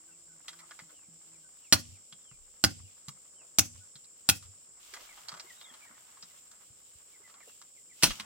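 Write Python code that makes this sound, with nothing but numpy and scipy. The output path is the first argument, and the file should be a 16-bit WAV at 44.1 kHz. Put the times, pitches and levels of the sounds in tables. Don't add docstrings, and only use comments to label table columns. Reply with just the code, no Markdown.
import sys
import numpy as np
from scipy import signal
from scipy.fft import rfft, irfft, next_fast_len
from scipy.io import wavfile
from scipy.ndimage import uniform_filter1d

SR = 44100
rng = np.random.default_rng(int(sys.argv[2]) if len(sys.argv) > 2 else 0)


def put_to_file(sound):
    columns = np.atleast_2d(sound).T
    safe = np.clip(columns, -1, 1)
    whole_steps = np.round(safe * 32767)
    wavfile.write(sys.argv[1], SR, whole_steps.astype(np.int16))


N = 363818

# (time [s], crack level [dB], tilt [dB/octave], ring pitch [Hz], pan left [dB],
# split decay [s], thud level [dB], thud pitch [Hz], weight [dB])
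CHOPS = [(1.7233, -11.5, -1, 4320, -0.5, 0.0054, -23, 215, -25),
         (2.6377, -13.5, -2.5, 4940, -1, 0.0028, -21.5, 211, -23.5),
         (3.5842, -13, 0.5, 6350, 0.5, 0.0025, -26.5, 215, -27),
         (4.2879, -13.5, 0.5, 2640, 0.5, 0.0041, -27, 199.5, -27.5),
         (8.0316, -13, -1.5, 2900, -1.5, 0.0037, -23.5, 204, -39.5)]
# (time [s], level [dB], decay [s])
TEARS = [(8.024, -23.5, 0.011), (8.046, -26, 0.033)]
# (pitch [Hz], width [Hz], strength [MODE_STEP_DB])
CANE_MODES = [(1450, 6.7, 3), (2640, 74, -4), (2900, 52, -5.5), (3300, 40, -4), (4340, 11, -5.5),
              (4166, 14, -2.5), (4320, 38, 3), (4970, 160, -6.5), (5334, 140, -1), (5760, 67, 5),
              (6070, 40, -7), (6350, 21, -1.5), (6870, 17, -8), (7670, 100, -8.5), (8900, 40, -2),
              (9000, 17, -11), (10540, 370, -6.5), (10160, 110, -9.5)]
POLE_MODES = [(1254, 360, -4.5), (1482, 74, -10.5), (1669, 64, -7.5), (2070, 280, -7.5), (2790, 38, -10.5),
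              (3257, 45, -1), (3800, 19, -8), (4080, 42, -11)]
# (frequency [Hz], gain [dB])
CHOP_EQ = [(500, -6.5), (900, -7), (1400, -1), (2000, -2.5), (2800, -1), (4600, 3), (7500, -0.5),
           (11000, -4.5), (15000, -3)]
KNOCK_EQ = [(450, -14), (750, -7), (1200, -5), (2000, -4), (2900, -2.5), (4600, 7.5), (7500, 2.5),
            (12500, -9.5)]
# (pitch [Hz], level [dB], t60 [s], up to 0.5)
THUD_MODES = [(215, -0.5, 0.056), (294, 1, 0.049), (157, -26.5, 0.65), (240, -24, 0.41)]
HOLLOW_MODES = [(585, -5, 0.0088), (673, -0.5, 0.022), (773, -2.5, 0.057)]
# (delay [s], gain [dB], pitch [Hz], t60 [s])
BOOM_ARRIVALS = [(.004, -3.5, 108.3, 0.12), (0.019, 6, 91.4, 0.074), (0.071, -9.5, 99, 0.099),
                 (0.123, -19.5, 94, 0.19), (.160, -12, 85, .1), (0.196, -17.5, 96, 0.16)]
# (time [s], peak [dB], ring pitch [Hz], pan left [dB], tilt [dB/octave],
# decay [s])
KNOCKS = [(0.48, -34, 3400, -1.0, -1.5, 0.0087), (0.529, -48.5, 1650, 0.0, -1.5, 0.0074),
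          (0.588, -49, 1970, -3, 2.5, 0.017), (0.708, -42, 1700, -1.0, -5, 0.0059),
          (0.789, -42, 1980, -2.0, -4.5, 0.0082), (0.892, -57.5, 1470, -4, -4, 0.0079),
          (2.123, -42, 3340, -2.5, -2, 0.005), (2.312, -57.5, 2450, -11, -7.5, 0.0037),
          (3.082, -35, 1025, -1.5, 1, 0.0044), (3.954, -45, 4100, -2, 0.5, 0.007),
          (4.042, -53, 4270, -1, 1, 0.0062), (4.423, -50.5, 1250, -2, 1, 0.011),
          (4.936, -37, 1720, -0.5, -0.5, 0.0093), (4.963, -44, 2020, -1, -7, 0.007),
          (5.006, -47, 2600, -2, -1.5, 0.0047), (5.174, -48, 3110, -2.5, -8, 0.0055),
          (5.283, -33, 4600, -1, -1, 0.0063), (5.316, -40.5, 1220, -0.5, -4, 0.0078),
          (5.338, -40.5, 1250, -1.0, -4, 0.0044), (5.366, -47.5, 1190, -1.0, -1, 0.007),
          (5.395, -37, 5290, -0.5, -3, 0.0078), (5.611, -43, 3580, -0.5, -4.5, 0.0076),
          (5.737, -48, 3280, 0.5, -3.5, 0.0052), (6.169, -54, 1060, -3, -4.5, 0.0063),
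          (6.224, -40, 5330, 1, -2.5, 0.0091), (6.512, -50, 1230, 1.5, 2, 0.007),
          (7.297, -52.5, 1230, -3, -3.5, 0.0084), (7.339, -51.5, 1140, -0.5, -3.5, 0.007),
          (7.403, -53.5, 2120, -2, -7.5, 0.005), (7.614, -45, 1410, 0.0, 0, 0.0027),
          (8.105, -29.5, 2800, -2, -2.5, 0.0057), (8.197, -30.5, 2920, -1.5, -2, 0.0052)]
# (time [s], level [dB], pitch [Hz])
THUMPS = [(.819, -50.5, 167), (1.083, -51, 184), (2.126, -52, 163), (2.314, -50.5, 131),
          (3.081, -37.5, 150.7), (3.954, -52, 148.4), (4.931, -51.5, 393), (5.326, -49, 168),
          (5.442, -53.5, 370), (5.711, -53, 266), (5.903, -55, 230), (6.231, -54.5, 181), (6.7, -53.5, 94),
          (6.952, -54.5, 79.5), (7.199, -56, 403), (8.04, -24.5, 194), (8.08, -32, 215), (8.2, -41.5, 215)]
# (time [s], poles [dB], leaves [dB])
HANDLING = [(0, -74.5, -72), (.45, -73.5, -71.5), (.7, -71, -65.5), (1.1, -75, -71.5), (3, -75.5, -72.5),
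            (4.79, -74, -72), (4.805, -70.5, -61.5), (4.97, -62.5, -57), (5.16, -63.5, -60),
            (5.38, -56.5, -62), (5.53, -63.5, -61), (5.9, -63, -66), (6.7, -74.5, -69), (7, -73.5, -67.5),
            (7.32, -68.5, -68), (7.56, -77, -66.5), (7.9, -81, -72.5), (8.1, -57.5, -44.5),
            (8.25, -63, -65)]
# (centre [s], length [s], level [dB])
SCRAPES = [(.625, .13, -60), (.91, .045, -65), (2.8, .05, -68), (3.175, .04, -68), (3.255, .04, -67),
           (4.78, .05, -66), (5.21, .06, -62), (5.75, .3, -66), (6.15, .12, -68), (7.375, .09, -64)]
SHUFFLES = [(.935, .04, -67), (3.29, 0.055, -73), (3.41, 0.18, -65), (5.0, 0.16, -64.5),
            (5.36, 0.28, -62.5), (7.35, .12, -73), (7.48, 0.035, -62.5)]
BEE_TURNS = [(.15, 0.17, -72), (.33, 0.22, -67), (.59, 0.3, -68), (.87, .1, -68), (1.14, .14, -62),
             (1.36, 0.36, -69)]
GUSTS = [(2.43, .35, -58), (5.0, 0.8, -70), (8.095, .11, -34.5)]
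# (time [s], length [s], top pitch [Hz], end pitch [Hz], level [dB])
CHICKEN_CALLS = [(.07, .05, 1610, 1385, -68.5), (0.087, .085, 2900, 2170, -73), (.28, .07, 1530, 1430, -72),
                 (0.928, .14, 3100, 2000, -72), (1.323, 0.052, 2650, 1980, -72),
                 (1.434, 0.038, 1560, 1470, -67), (1.621, 0.071, 2990, 2070, -65.5),
                 (1.92, .067, 2870, 1910, -72), (2.194, 0.18, 3630, 2000, -67.5),
                 (2.809, .11, 3176, 2000, -70), (3.354, 0.09, 3170, 2170, -68),
                 (3.799, 0.053, 1492, 1370, -68.5), (3.991, 0.11, 3180, 2000, -72.5),
                 (5.086, 0.049, 2330, 1840, -54.5), (5.461, .08, 2167, 1730, -57),
                 (5.551, .19, 3800, 3130, -59), (5.642, 0.071, 2253, 1720, -61),
                 (5.801, 0.083, 2480, 1745, -60.5), (5.931, 0.031, 2340, 1740, -63),
                 (6.289, 0.028, 2250, 2000, -64), (7.125, .045, 2310, 1820, -65.5),
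                 (7.229, 0.056, 2140, 1750, -62), (7.404, 0.034, 2340, 1620, -59),
                 (7.474, 0.043, 2880, 2600, -60.5), (7.759, 0.028, 2340, 1990, -62.5),
                 (7.891, 0.044, 2360, 1760, -63.5)]
# (delay [s], gain [dB])
SCRUB_PATHS = [(0, 0), (.006, -9), (.014, -13), (.027, -16)]
# (time [s], wing beat [Hz], level [dB])
BEE_FLIGHT = [(0, 158, -78), (.2, 170, -73), (.45, 156, -75.5), (.6, 171, -66), (.8, 160, -76.5),
              (1.0, 153, -74), (1.2, 165, -73), (1.35, 163, -73), (1.55, 150, -86), (1.7, 152, -79)]
# (harmonic number, gain [dB])
BEE_OVERTONES = [(2, -3), (3, -35), (4, -10.5), (5, -16)]
# (frequency [Hz], relative density [dB])
WOOD_SPECTRUM = [(350, -26.5), (600, -3), (900, -1.5), (1200, -2.5), (1700, -3.5), (2300, -6),
                 (3200, -29.5)]
SOIL_SPECTRUM = [(250, -6), (420, 0), (650, 1.5), (900, -8.5), (1500, -14)]
LEAF_SPECTRUM = [(1500, -20), (2200, -3.5), (3000, 2.5), (4000, -1.5), (5500, -1), (6800, -1), (8000, -33)]
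SIZZLE_SPECTRUM = [(7000, -35.5), (8500, 6), (10000, -2.5), (11500, -5), (14500, 1), (16000, -4)]
CICADA_SPECTRUM = [(2530, -54.5), (4300, -26), (4930, -17.5), (5420, -11.5), (6170, -20), (6350, -17),
                   (6730, -20.5), (6980, -2.5), (7450, 2.5), (8040, -1.5), (8920, -12.5), (9220, -22.5),
                   (10200, -27), (13300, -58), (22000, -120)]
AIR_SPECTRUM = [(24, -35.5), (40, 1.5), (173, -0.5), (269, -0.5), (324, -1.5), (564, 1.5), (642, -7.5),
                (719, -5), (983, -15), (1200, -11), (1560, -32.5), (2640, -120)]
GUST_SPECTRUM = [(15, 12), (35, 3), (60, -2.5), (120, -28)]
# (band [Hz], scatter [dB], t60 [s], bank [dB], hillside [dB], t60 [s])
REVERB_BANDS = [(324, -2, .12, -23.5, -32, 0.73), (965, -4.5, 0.13, -52, -52, 0.41),
                (2000, -8.5, 0.16, -48.5, -36.5, 0.28), (4220, -15, 0.13, -45, -43.5, 0.48),
                (7900, -4, .09, -32, -31, 0.74), (12900, -1.5, 0.069, -32, -43, .6)]
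# (frequency [Hz], left phase lead [rad])
PORT_PHASE = [(0, 0), (900, 0.4), (4500, -2.09), (7000, -2), (10000, 1), (13000, 1.9), (16400, 2.5)]
# (frequency [Hz], left-right correlation [0..1])
STEREO_LIKENESS = [(60, 0.17), (130, 0.67), (300, .5), (700, 0.18), (1400, 0), (16000, 0)]

CLOSER_S = 4.8
MODE_STEP_DB = 0.86
SHED_DELAY_S, BANK_DELAY_S, BANK_SPREAD_S = .0072, 0.069, 0.015
BLOW_SAMPLES = 2048
BLOW_HZ = np.arange(BLOW_SAMPLES // 2 + 1) * SR / BLOW_SAMPLES
TIME = np.arange(N) / SR


def chops(damping_hz=45):
    out = np.zeros((2, N))
    held_modes = [(hz, width + damping_hz, strength) for hz, width, strength in CANE_MODES]
    cane = resonances(BLOW_HZ, held_modes, ring_db=-1) * undb(on_log(BLOW_HZ, CHOP_EQ))
    hollow = struck(HOLLOW_MODES, rise_s=0.000094)
    for s, db, tilt_db, ring_hz, pan_db, split_s, thud_db, thud_hz, weight_db in CHOPS:
        bite = resonances(BLOW_HZ, [(ring_hz, 450, 0)], ring_db=2.5)
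        add(out, s, crack(cane * bite, db, tilt_db, pan_db, split_s))
        tuned = [(hz * thud_hz / THUD_MODES[0][0], level, t60) for hz, level, t60 in THUD_MODES]
        thud = undb(thud_db) * struck(tuned, rise_s=0.00059)
        add(out, s + .0015, thud + undb(weight_db - 3.5) * hollow)
    for s, db, tear_s in TEARS:
        add(out, s, crack(cane, db, tilt_db=-1.5, pan_db=-0.66, decay_s=tear_s))
    return out


def crack(body, db, tilt_db, pan_db, decay_s, shed_db=-0.3):
    t = np.arange(BLOW_SAMPLES) / SR
    snaps = rng.standard_normal((4, BLOW_SAMPLES)) * undb(2.0 * rng.exponential(size=BLOW_SAMPLES))
    snaps *= np.exp(-t / decay_s) * (1 - np.exp(-t / 0.00024))
    slap = undb(shed_db) * np.roll(snaps[1], int(SHED_DELAY_S * SR))
    burst = snaps[0] + 0.5 * snaps[2:] + slap
    tilt = undb(tilt_db * np.log2(np.clip(BLOW_HZ, 500, 16000) / 1000))
    low_cut = BLOW_HZ ** 2 / (BLOW_HZ ** 2 + 350 ** 2)
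    fade = np.cos(np.pi / 2 * np.arange(BLOW_SAMPLES) / BLOW_SAMPLES)
    blow = np.roll(irfft(rfft(burst) * tilt * low_cut * body), 32) * fade
    loudest_rms = np.sqrt(uniform_filter1d(np.mean(blow ** 2, axis=0), size=176).max())
    return blow / loudest_rms * undb(db + np.array([[pan_db], [-pan_db]]) / 2)


def ground_boom():
    out, port_phase = np.zeros((2, N)), np.array([[.4], [-.4]])
    for s, *_, weight_db in CHOPS:
        for delay, gain_db, hz, t60 in BOOM_ARRIVALS:
            add(out, s + delay, undb(weight_db + gain_db) * ring(hz, t60, 0.0084, port_phase))
    return out


def knocks(crest_db=4):
    out = np.zeros((2, N))
    pole = resonances(BLOW_HZ, POLE_MODES, ring_db=10) * undb(on_log(BLOW_HZ, KNOCK_EQ))
    for s, peak_db, ring_hz, pan_db, tilt_db, decay_s in KNOCKS:
        spot = resonances(BLOW_HZ, [(ring_hz, ring_hz / 5, 0)], ring_db=7.5)
        add(out, s, crack(pole * spot, peak_db - crest_db, tilt_db, pan_db, decay_s, shed_db=-3.5))
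    return out


def thumps():
    out = np.zeros(N)
    for s, db, hz in THUMPS:
        add(out, s, undb(db) * (ring(hz, .075, 0.0026) + 0.45 * ring(hz * 1.22, .075, .004)))
    return out


def rustle(chop_tail_db=-55, chop_tail_t60=0.58):
    wood_db, leaf_db = curves(HANDLING)
    flutter, chop_tails = walk(30), np.zeros(N)
    for s, *_ in CHOPS:
        add(chop_tails, s, undb(chop_tail_db - 60 * TIME[:SR] / chop_tail_t60))
    rub = undb(wood_db + 2.7 * walk(60)) * hiss(WOOD_SPECTRUM, grain_db=4, modes=POLE_MODES, ring_db=7.5)
    drag = swells(SCRAPES) * undb(1.5 * walk(90))
    drag = drag * hiss(WOOD_SPECTRUM, grain_db=1.5, modes=POLE_MODES[::3], ring_db=30)
    feet = swells(SHUFFLES) * undb(2.4 * flutter) * hiss(SOIL_SPECTRUM, grain_db=4)
    leaves_and_tails = (undb(leaf_db) + chop_tails) * undb(2 * flutter) * hiss(LEAF_SPECTRUM, grain_db=3)
    sizzle_db = -73 + 0.64 * (leaf_db - leaf_db[0]) + 2 * (TIME > CLOSER_S)
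    sizzle = undb(sizzle_db + 1.7 * flutter) * hiss(SIZZLE_SPECTRUM, grain_db=3)
    return rub + drag + feet + leaves_and_tails + sizzle


def chickens():
    out, wobble = np.zeros((2, N)), walk(220)
    for s, length, top_hz, end_hz, db in CHICKEN_CALLS:
        progress = np.linspace(0, 1, int(length * SR))
        shake = wobble[int(s * SR):][:len(progress)]
        hz = top_hz - (top_hz - end_hz) * progress ** 1.5
        phase = phase_of(hz * (1 + .017 * shake)) + rng.uniform(-.8, .8, (2, 1))
        call = undb(db + 3.5 * shake[::-1]) * np.sin(np.pi * progress) ** .6 * np.sin(phase)
        for delay, gain_db in SCRUB_PATHS:
            add(out, s + delay, undb(gain_db) * call)
    return out


def bee():
    hz, db = curves(BEE_FLIGHT)
    phase = phase_of(hz * (1 + 0.0069 * walk(29.4)))
    fade_out = np.clip((BEE_FLIGHT[-1][0] - TIME) / .05, 0, 1)
    overtones = sum(undb(db + gain_db + 3 * walk(12)) * np.sin(k * phase) for k, gain_db in BEE_OVERTONES)
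    return fade_out * overtones + swells(BEE_TURNS) * np.sin(phase)


def cicadas(throb_hz=63, throb_depth=.12):
    throb = 1 + throb_depth * np.sin(phase_of(throb_hz * (1 + 0.027 * walk(0.94))))
    level_db = -55.5 - 1.5 * (TIME > CLOSER_S) + .5 * walk(9.6)
    return undb(level_db) * throb * hiss(CICADA_SPECTRUM)


def air():
    return undb(-73.5 + 0.33 * walk(7.4)) * hiss(AIR_SPECTRUM) + swells(GUSTS) * hiss(GUST_SPECTRUM)


def surroundings():
    t, hz = TIME[:SR], np.arange(SR // 2 + 1.)
    out, centres = np.zeros((2, SR)), np.array(REVERB_BANDS)[:, 0]
    for centre, near_db, near_t60, bank_db, hill_db, hill_t60 in REVERB_BANDS:
        share = on_log(hz, list(zip(centres, centres == centre)))
        band = irfft(rfft(rng.standard_normal((2, SR))) * np.sqrt(share))
        bank = undb(bank_db) * np.exp(-((t - BANK_DELAY_S) / BANK_SPREAD_S) ** 2)
        envelope = undb(near_db - 60 * t / near_t60) + bank + undb(hill_db - 60 * t / hill_t60)
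        out += band * envelope / 20 * (t > .002)
    phase_gap = np.interp(hz, *np.transpose(PORT_PHASE))
    direct = irfft(np.exp(.5j * np.outer([1, -1], phase_gap)))
    out += np.roll(direct, 32, axis=1)
    return out[:, :SR * 3 // 4]


def hiss(spectrum, grain_db=0., modes=(), ring_db=0.):
    size = next_fast_len(N)
    hz = np.arange(size // 2 + 1) * SR / size
    grit = undb(grain_db * np.minimum(rng.exponential(size=size), 8)) if grain_db else 1
    colour = undb(on_log(hz, spectrum)) * (hz > spectrum[0][0]) * (hz < spectrum[-1][0])
    mid, side = rfft(rng.standard_normal((2, size)) * grit) * colour
    alike = on_log(hz, STEREO_LIKENESS)
    pair = mid * np.sqrt(1 + alike) + np.array([[1], [-1]]) * side * np.sqrt(1 - alike)
    x = irfft(pair * resonances(hz, modes, ring_db), size)[:, :N]
    return x / x.std()


def resonances(hz, modes, ring_db):
    return 1 + sum(undb(ring_db + MODE_STEP_DB * strength) / (1 + 2j * (hz - pitch) / width)
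                   for pitch, width, strength in modes)


def struck(modes, rise_s):
    out = np.zeros(SR // 2)
    for hz, db, t60 in modes:
        tone = ring(hz, min(t60, .5), rise_s)
        out[:len(tone)] += undb(db) * tone
    return out


def ring(hz, t60, rise_s, phase=0.):
    t = np.arange(int(t60 * SR)) / SR
    return np.sin(2 * np.pi * hz * t + phase) * undb(-60 * t / t60) * (1 - np.exp(-t / rise_s))


def swells(table):
    out = np.zeros(N)
    for s, length, db in table:
        add(out, s - length / 2, undb(db) * np.hanning(int(length * SR)))
    return out


def walk(rate_hz):
    hold = int(SR / rate_hz)
    steps = np.repeat(rng.standard_normal(N // hold + 1), hold)
    drift = uniform_filter1d(uniform_filter1d(steps, hold), hold)[:N]
    return drift / drift.std()


def curves(table):
    s, *columns = np.transpose(table)
    return [np.interp(TIME, s, column) for column in columns]


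def on_log(hz, table):
    points_hz, values = np.transpose(table)
    return np.interp(np.log(hz + 1), np.log(points_hz), values)


def phase_of(hz):
    return 2 * np.pi * np.cumsum(hz) / SR


def undb(db):
    return 10 ** (np.asarray(db) / 20)


def add(out, s, x):
    i = int(s * SR)
    out[..., i:i + x.shape[-1]] += x[..., :N - i]


def scene():
    send = chops() + knocks() + thumps() + chickens()
    echoed = signal.fftconvolve(send, surroundings(), axes=1)[:, :N]
    return echoed + ground_boom() + bee() + rustle() + cicadas() + air()


def record(dry):
    low_cut = signal.butter(2, 35, "high", fs=SR, output="sos")
    high_cut = signal.ellip(10, .2, 60, 16100, fs=SR, output="sos")
    return signal.sosfilt(high_cut, np.clip(signal.sosfilt(low_cut, dry), -1, 1))


dry = scene()
out = record(dry)
put_to_file(out)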